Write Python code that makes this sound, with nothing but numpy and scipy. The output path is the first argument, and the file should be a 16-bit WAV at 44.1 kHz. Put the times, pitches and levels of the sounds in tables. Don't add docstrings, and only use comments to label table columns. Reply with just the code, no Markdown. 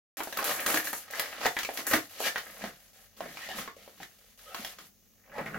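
import sys
import numpy as np
from scipy import signal
from scipy.fft import rfft, irfft
from scipy.io import wavfile
from scipy.ndimage import uniform_filter1d

SR = 44100
rng = np.random.default_rng(int(sys.argv[2]) if len(sys.argv) > 2 else 0)


def generate_wav(signal):
    frames = np.transpose(np.atleast_2d(signal))
    scaled = np.clip(frames, -1, 1) * 32767
    pcm = np.round(scaled).astype(np.int16)
    wavfile.write(sys.argv[1], SR, pcm)


N = 246078
TIME = np.arange(N) / SR

# start_s, end_s, level_db
FLAP_RIPS = [(0.362, 0.44, -45), (0.444, 0.571, -34), (0.598, 0.667, -40.5), (0.662, 0.782, -30.5),
             (0.839, 0.895, -35.5), (0.924, 0.981, -37.5), (1.143, 1.205, -44.5), (1.735, 1.81, -43.5),
             (1.864, 1.955, -32.5), (2.195, 2.276, -36), (3.555, 3.61, -42.5)]
# pitch_hz, width_hz, level_db
ENVELOPE_MODES = [(475, 70, -3), (650, 120, -6), (1095, 80, -2), (1275, 70, -4), (1710, 90, -1),
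                  (1835, 90, -2), (2290, 130, -4), (2890, 90, -4)]
# frequency_hz, level_db
FIBRE_SPECTRUM = [(300, -33), (1500, -7), (3500, -10), (5000, -10), (7000, -7), (8200, -11), (10000, -8),
                  (11800, -2.5), (13500, -2.5), (15500, -5)]
# frequency_hz, level_db
CREASE_SPECTRUM = [(1000, -10), (2200, -3), (3000, 0), (4500, -1), (6800, -4.5), (8200, -14), (16000, -7.5)]
# frequency_hz, level_db
FLEX_SPECTRUM = [(30, -13.5), (60, -13.5), (110, -9.5), (180, -3), (280, -1.5), (400, -4), (600, -11),
                 (1500, -30)]


def handling():
    # start_s, end_s, level_db
    slides = [(0.168, 0.2, -40.5), (0.22, 1.03, -49.5), (1.105, 1.36, -52), (1.39, 2.06, -50.5),
              (2.09, 2.69, -52), (2.72, 2.9, -61), (2.93, 3.06, -59.5), (3.165, 3.66, -55.5),
              (3.76, 4.17, -62), (4.18, 4.34, -63), (4.374, 4.54, -56), (4.545, 4.72, -49.5),
              (4.78, 4.86, -57), (5.02, 5.2, -75.5), (5.335, 5.58, -63)]
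    # frequency_hz, level_db
    rustle_spectrum = [(100, -33), (300, -15.5), (500, 4.5), (750, 5.5), (950, -1), (1300, 2.5),
                       (2000, 3.5), (2800, -4.5), (4000, -20), (8000, -42)]
    broad, sharp, flex = grips()
    sliding = np.hypot(strokes(slides, sag_db=-2), from_db(-74))
    ripping = strokes(FLAP_RIPS, sag_db=-3.5)
    fibres = np.linalg.norm([ripping, sliding, from_db(-11.5) * sharp], axis=0)
    broad = np.hypot(broad, from_db(-3) * sliding)
    sharp = np.hypot(sharp, from_db(-2.5) * sliding)
    breaks_per_s = 1200 + 2800 * np.sqrt(fibres / fibres.max())
    folds_per_s = 500 + 1100 * np.sqrt(broad / broad.max())
    breaks = grains(breaks_per_s, spread_db=3.2, even_s=0.03)
    folds = grains(folds_per_s, spread_db=3.5, even_s=0.035)
    tear = colour(fibres * facets(breaks, 5600, 12000, q=2.4), FIBRE_SPECTRUM)
    rustle = colour(broad * facets(folds, 400, 3000, q=3), rustle_spectrum, ENVELOPE_MODES)
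    ticks = facets(folds + 1.37 * breaks, 1990, 10860, q=2.3)
    crinkle = colour(sharp * ticks, CREASE_SPECTRUM, ENVELOPE_MODES)
    return tear + from_db(-10.5) * rustle + from_db(-1.5) * crinkle + from_db(-3.5) * pouch(flex)


def grips(drop_db=10, roundness=1.21):
    # peak_s, rise_s, fall_s, broad_db, sharp_db, flex_db
    squeezes = [(0.203, 0.027, 0.0184, -36, -53.5, -42), (0.402, 0.038, 0.11, -32.5, -49, -47),
                (0.506, 0.094, 0.025, -30, -33, -40), (0.598, 0.057, 0.048, -33, -44, -44.5),
                (0.672, 0.015, 0.061, -28, -38.5, -37), (0.754, 0.052, 0.046, -28.5, -35, -38.5),
                (0.87, 0.047, 0.032, -39.5, -42.5, -47.5), (0.937, .01, 0.025, -40.5, -59, -50),
                (1.19, 0.075, 0.13, -35.5, -41, -53), (1.451, 0.058, 0.029, -30, -36, -42.5),
                (1.6, 0.027, .03, -38, -40.5, -55), (1.70, 0.022, 0.033, -50, -48.5, -59),
                (1.791, 0.037, 0.026, -36.5, -40.5, -44.5), (1.875, 0.016, 0.011, -30.5, -52, -41),
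                (1.939, 0.025, 0.031, -22, -31, -28), (2.272, 0.058, 0.016, -30, -30, -41.5),
                (2.375, 0.024, 0.03, -37.5, -42, -57), (2.49, 0.07, 0.16, -49.5, -73, -60),
                (2.641, 0.04, 0.044, -37, -44, -43), (3.218, 0.029, 0.12, -44.5, -64.5, -45),
                (3.43, 0.16, 0.16, -49, -47.5, -64), (3.588, 0.068, 0.058, -38.5, -41.5, -42),
                (3.84, 0.092, 0.075, -63, -58.5, -64), (4.026, 0.034, 0.019, -49, -48.5, -48),
                (4.605, 0.071, 0.054, -46, -47.5, -56), (4.659, 0.024, 0.07, -48.5, -48.5, -60),
                (4.80, 0.026, 0.041, -56.5, -55, -53), (5.399, 0.073, 0.063, -39, -57.5, -45),
                (5.471, .02, 0.039, -39, -53, -42), (5.56, 0.053, 0.081, -38.5, -61, -38.5)]
    power = np.zeros((3, N))
    for peak, rise, fall, *levels_db in squeezes:
        away = np.maximum((peak - TIME) / rise, (TIME - peak) / fall)
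        near = away < 5
        power[:, near] += from_db(np.array(levels_db)[:, None] - drop_db * away[near] ** roundness) ** 2
    return np.sqrt(power)


def strokes(table, sag_db, attack_s=0.0034, release_s=0.014):
    power = np.zeros(N)
    for start, end, db in table:
        along = np.clip((TIME - start) / (end - start), 0, 1)
        attack = np.clip((TIME - start) / attack_s, 0, 1)
        release = np.exp(-np.clip(TIME - end, 0, 1) / release_s)
        power += (attack * release * from_db(db + sag_db * along)) ** 2
    return np.sqrt(power)


def facets(clicks, low_hz, high_hz, q, count=14):
    facet_of, out = rng.integers(0, count, N), np.zeros((2, N))
    for k, hz in enumerate(np.geomspace(low_hz, high_hz, count)):
        ring = signal.lfilter(*signal.iirpeak(hz, q, fs=SR), clicks * (facet_of == k) + 1e-18)
        out += [ring, np.roll(ring, rng.integers(-3, 5))]
    return rms_one(out)


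def buckles(panel_db=14, late_s=0.001112):
    # start_s, snap_db, pitch_hz, tick_db
    panels = [(0.203, -18, 1123, -53), (0.272, -24, 625, -45), (0.325, -27, 1680, -34.5),
              (0.372, -21, 1230, -30), (0.387, -17, 1120, -39), (0.492, -21.5, 1130, -50),
              (0.51, -20, 1840, -42), (0.662, -15.5, 1790, -25), (0.701, -18, 1130, -30.5),
              (0.742, -18, 1060, -26), (0.772, -15, 1670, -27.5), (0.871, -21.5, 1790, -35),
              (0.93, -20, 1340, -42), (1.135, -22, 1860, -45), (1.195, -18, 1890, -27.5),
              (1.327, -27.5, 1860, -53), (1.45, -19, 1720, -45), (1.456, -9, 688, -25),
              (1.463, -12, 1800, -23.5), (1.566, -15, 1740, -37), (1.588, -31.5, 1730, -26),
              (1.631, -30, 2310, -29), (1.648, -21.5, 2420, -31.5), (1.689, -18.5, 690, -49),
              (1.773, -25, 1864, -32.5), (1.912, -18.5, 1940, -42), (1.934, -8, 1720, -24),
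              (1.94, -16, 507, -37), (2.203, -18.5, 650, -42), (2.267, -19.5, 1850, -45),
              (2.358, -15, 1870, -39), (2.38, -29, 1890, -33), (2.466, -32.5, 1710, -59),
              (2.639, -21.5, 640, -49), (3.205, -20, 706, -42), (3.259, -29, 640, -68),
              (3.371, -28, 2350, -45), (3.488, -30.5, 660, -38), (3.585, -24.5, 1230, -39),
              (3.676, -24.5, 1100, -45.5), (3.765, -37.5, 527, -57), (3.876, -34.5, 574, -66),
              (4.001, -32.5, 720, -57), (4.03, -32.5, 1830, -42.5), (4.545, -24.5, 1260, -34),
              (4.647, -30.5, 2070, -31), (4.785, -35.5, 1270, -44.5), (5.38, -20.5, 584, -47),
              (5.39, -20.5, 670, -53), (5.461, -24.5, 2100, -68), (5.543, -21.5, 1480, -52)]
    # frequency_hz, level_db
    snap_spectrum = [(100, -11), (400, 1.5), (800, -1), (2000, 0), (4000, -8), (6500, -33), (8500, -12.5),
                     (16000, -42.5)]
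    out, crease = np.zeros((2, N)), body(CREASE_SPECTRUM, ENVELOPE_MODES)
    for s, snap_db, hz, tick_db in panels:
        width_hz = 170 + 0.05 * hz
        panel = body(snap_spectrum, [*ENVELOPE_MODES, (hz, width_hz, panel_db)])
        panel = signal.sosfilt(signal.butter(2, 3.15 * hz, fs=SR, output="sos"), panel)
        snap = from_db(snap_db + 14.5) * slips(panel, decay_s=0.0032, per_s=3000, follow_db=-5.5)
        tick = from_db(tick_db + 23) * slips(crease, decay_s=0.0015, per_s=4400, follow_db=1.0)
        ripping = any(start <= s <= end for start, end, _ in FLAP_RIPS)
        crack = fibre_crack(tick_db + (-1 if ripping else -11.5))
        add(out, s + late_s, snap + tick + crack, lag=rng.integers(-1, 4))
    return out


def fibre_crack(db):
    return from_db(db + 25.5) * slips(body(FIBRE_SPECTRUM), decay_s=0.0023, per_s=11000, follow_db=-0.5)


def cracks():
    # start_s, level_db
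    tough_fibres = [(0.234, -34.5), (0.443, -28.5), (0.603, -32.5), (0.93, -33), (1.109, -38.5),
                    (1.197, -29), (1.868, -26.5), (1.911, -27), (4.869, -52.5)]
    out = np.zeros((2, N))
    for s, db in tough_fibres:
        add(out, s, fibre_crack(db), lag=rng.integers(-1, 4))
    return out


def pouch(flex, opened_s=2.5):
    # pitch_hz, width_hz, level_db
    ring_before = [(306, 40, 7)]
    # pitch_hz, width_hz, level_db
    rings_after = [(140, 45, 3), (185, 45, 6)]
    pushes = flex * grains(810, spread_db=0.5, even_s=0.063) * np.ones((2, 1))
    closed = colour(pushes * (TIME < opened_s), FLEX_SPECTRUM, ring_before)
    opened = colour(pushes * (TIME >= opened_s), FLEX_SPECTRUM, rings_after)
    return closed + opened


def thumps(width_hz=40, mode_db=12):
    # start_s, level_db, pitch_hz
    collapses = [(0.509, -45, 298), (0.742, -26, 300), (1.687, -35, 297), (1.935, -18, 304),
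                 (1.94, -22, 249), (2.639, -33.5, 204), (3.583, -41, 130), (4.595, -35.5, 205),
                 (5.412, -29.5, 168), (5.461, -31, 145)]
    out = np.zeros((2, N))
    for s, db, hz in collapses:
        ring = body(FLEX_SPECTRUM, [(hz, width_hz, mode_db)])
        add(out, s, from_db(db + 19) * slips(ring, decay_s=0.0057, per_s=730, follow_db=-14), lag=0)
    return out


def rubs(q=20, step_db=-3.5):
    # start_s, end_s, level_db, first_hz, second_hz, third_hz
    hand_strokes = [(2.228, 2.304, -35, 1736, 2275, 2850), (2.886, 3.063, -72, 765, 1760, 1310),
                    (3.388, 3.505, -47, 1886, 2020, 2470), (3.485, 3.541, -38.5, 766, 1750, 2870),
                    (3.766, 3.86, -60, 660, 2160, 1290), (4.45, 4.52, -51, 547, 1260, 3060),
                    (4.492, 4.617, -49, 695, 1290, 2700), (5.33, 5.424, -44.5, 590, 858, 1920)]
    out, friction = np.zeros(N), grains(3000, spread_db=4.5, even_s=0.019)
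    for start, end, db, *pitches in hand_strokes:
        rings = [rms_one(signal.lfilter(*signal.iirpeak(hz, q, fs=SR), friction)) for hz in pitches]
        swell = np.sin(np.pi * np.clip((TIME - start) / (end - start), 0, 1))
        out += swell * sum(from_db(db + k * step_db) * ring for k, ring in enumerate(rings))
    return out


def room(x, build_s, bands=8, size=22050):
    # frequency_hz, t60_s, left_right_likeness, level_db
    echo = [(118.2, 0.2, 0.87, -4), (410, .19, 0.87, -5.5), (1010, 0.2, 0.29, -1.5),
            (2700, 0.15, 0.072, 1.5), (7040, 0.27, 0.031, -6), (14900, 0.16, 0.02, 2)]
    # left_delay_s, right_delay_s, level_db
    bounces = [(.0012, .00127, -25), (.0021, 0.0028, -28.5), (.0038, .00374, -6.5)]
    t = np.arange(size) / SR
    response = np.zeros((2, size))
    edges = np.geomspace(40, 18000, bands + 1)
    for low, high in zip(edges, edges[1:]):
        hz = np.sqrt(low * high)
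        band = signal.butter(2, [low, high], "band", fs=SR, output="sos")
        mid, side = signal.sosfilt(band, rng.standard_normal((2, size)))
        t60_s, alike, level_db = (at_hz(echo, hz, column) for column in (1, 2, 3))
        pair = np.sqrt(1 + alike) * mid + np.sqrt(1 - alike) * side * [[1], [-1]]
        response += from_db(level_db) * pair * np.exp(-np.log(1000) * t / t60_s)
    response *= 1 - np.exp(-(t / build_s) ** 2)
    response /= np.linalg.norm(response[0])
    for left_s, right_s, db in bounces:
        response[[0, 1], [int(left_s * SR), int(right_s * SR)]] += from_db(db)
    response[:, 0] += 1
    transfer = rfft(response)
    broad_power = uniform_filter1d(np.mean(np.abs(transfer) ** 2, axis=0), size=30)
    return convolve(x, irfft(transfer / np.sqrt(broad_power))[:, :size * 2 // 3])


def room_tone():
    # frequency_hz, level_db
    air_spectrum = [(25, -20), (45, 9.5), (65, -11), (92, 5.5), (130, -12), (205, 1), (300, -11),
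                    (600, -13), (1000, -33.5), (3500, -28.5), (6500, -11.5), (8300, -31.5), (12000, -18),
                    (16000, -13)]
    return colour(rng.standard_normal(N) + 1.15 * rng.standard_normal((2, N)), air_spectrum)


def grains(per_s, spread_db, even_s):
    sizes = from_db(spread_db * np.minimum(rng.exponential(1, N), 4)) * rng.choice([-1, 1], N)
    clicks = sizes * (rng.random(N) < per_s / SR)
    return clicks / np.sqrt(np.abs(uniform_filter1d(clicks ** 2, int(even_s * SR))) + 1e-6)


def slips(response, decay_s, per_s, follow_db, size=2048):
    t = np.arange(size) / SR
    sizes = from_db(follow_db) * rng.standard_normal(size)
    run = sizes * (rng.random(size) < per_s / SR) * np.exp(-t / decay_s)
    run[0] = rng.choice([-1, 1])
    return unit_energy(signal.fftconvolve(run, response))


def body(spectrum, modes=(), size=4096):
    hz = np.arange(size // 2 + 1) * SR / size
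    peaks = 1 + sum(from_db(db) ** 2 * 2 / (1 + (2 * (hz - f) / width) ** 2) for f, width, db in modes)
    cepstrum = irfft(np.log(from_db(at_hz(spectrum, hz)) * np.sqrt(peaks)))
    cepstrum[1:size // 2] *= 2
    cepstrum[size // 2 + 1:] = 0
    return unit_energy(irfft(np.exp(rfft(cepstrum))))


def colour(x, spectrum, modes=()):
    return convolve(x, body(spectrum, modes))


def convolve(x, response):
    return signal.fftconvolve(x, np.atleast_2d(response), axes=1)[:, :N]


def add(track, s, sound, lag):
    for channel, at in zip(track, (int(s * SR), int(s * SR) + lag)):
        channel[at:at + len(sound)] += sound[:N - at]


def at_hz(points, hz, column=1):
    table = np.array(points)
    return np.interp(np.log(np.maximum(hz, 1)), np.log(table[:, 0]), table[:, column])


def from_db(db):
    return 10 ** (np.asarray(db) / 20)


def rms_one(x):
    return x / np.sqrt(np.mean(x ** 2) + 1e-20)


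def unit_energy(x):
    return x / np.linalg.norm(x)


def scene():
    paper = handling() + rubs() + buckles() + cracks() + thumps()
    return room(paper, build_s=0.0017) + from_db(-66.5) * room_tone()


def record(dry, start_s=0.17, cutoff_hz=15950):
    treble = signal.sosfilt(signal.butter(1, 11000, "high", fs=SR, output="sos"), dry)
    microphones = dry + 0.197 * treble * [[1], [-1]]
    cut_in = np.where(TIME < start_s, from_db(-55), 1)
    return signal.sosfilt(signal.ellip(12, 0.1, 80, cutoff_hz, fs=SR, output="sos"), microphones * cut_in)


dry = scene()
out = record(dry)
generate_wav(out)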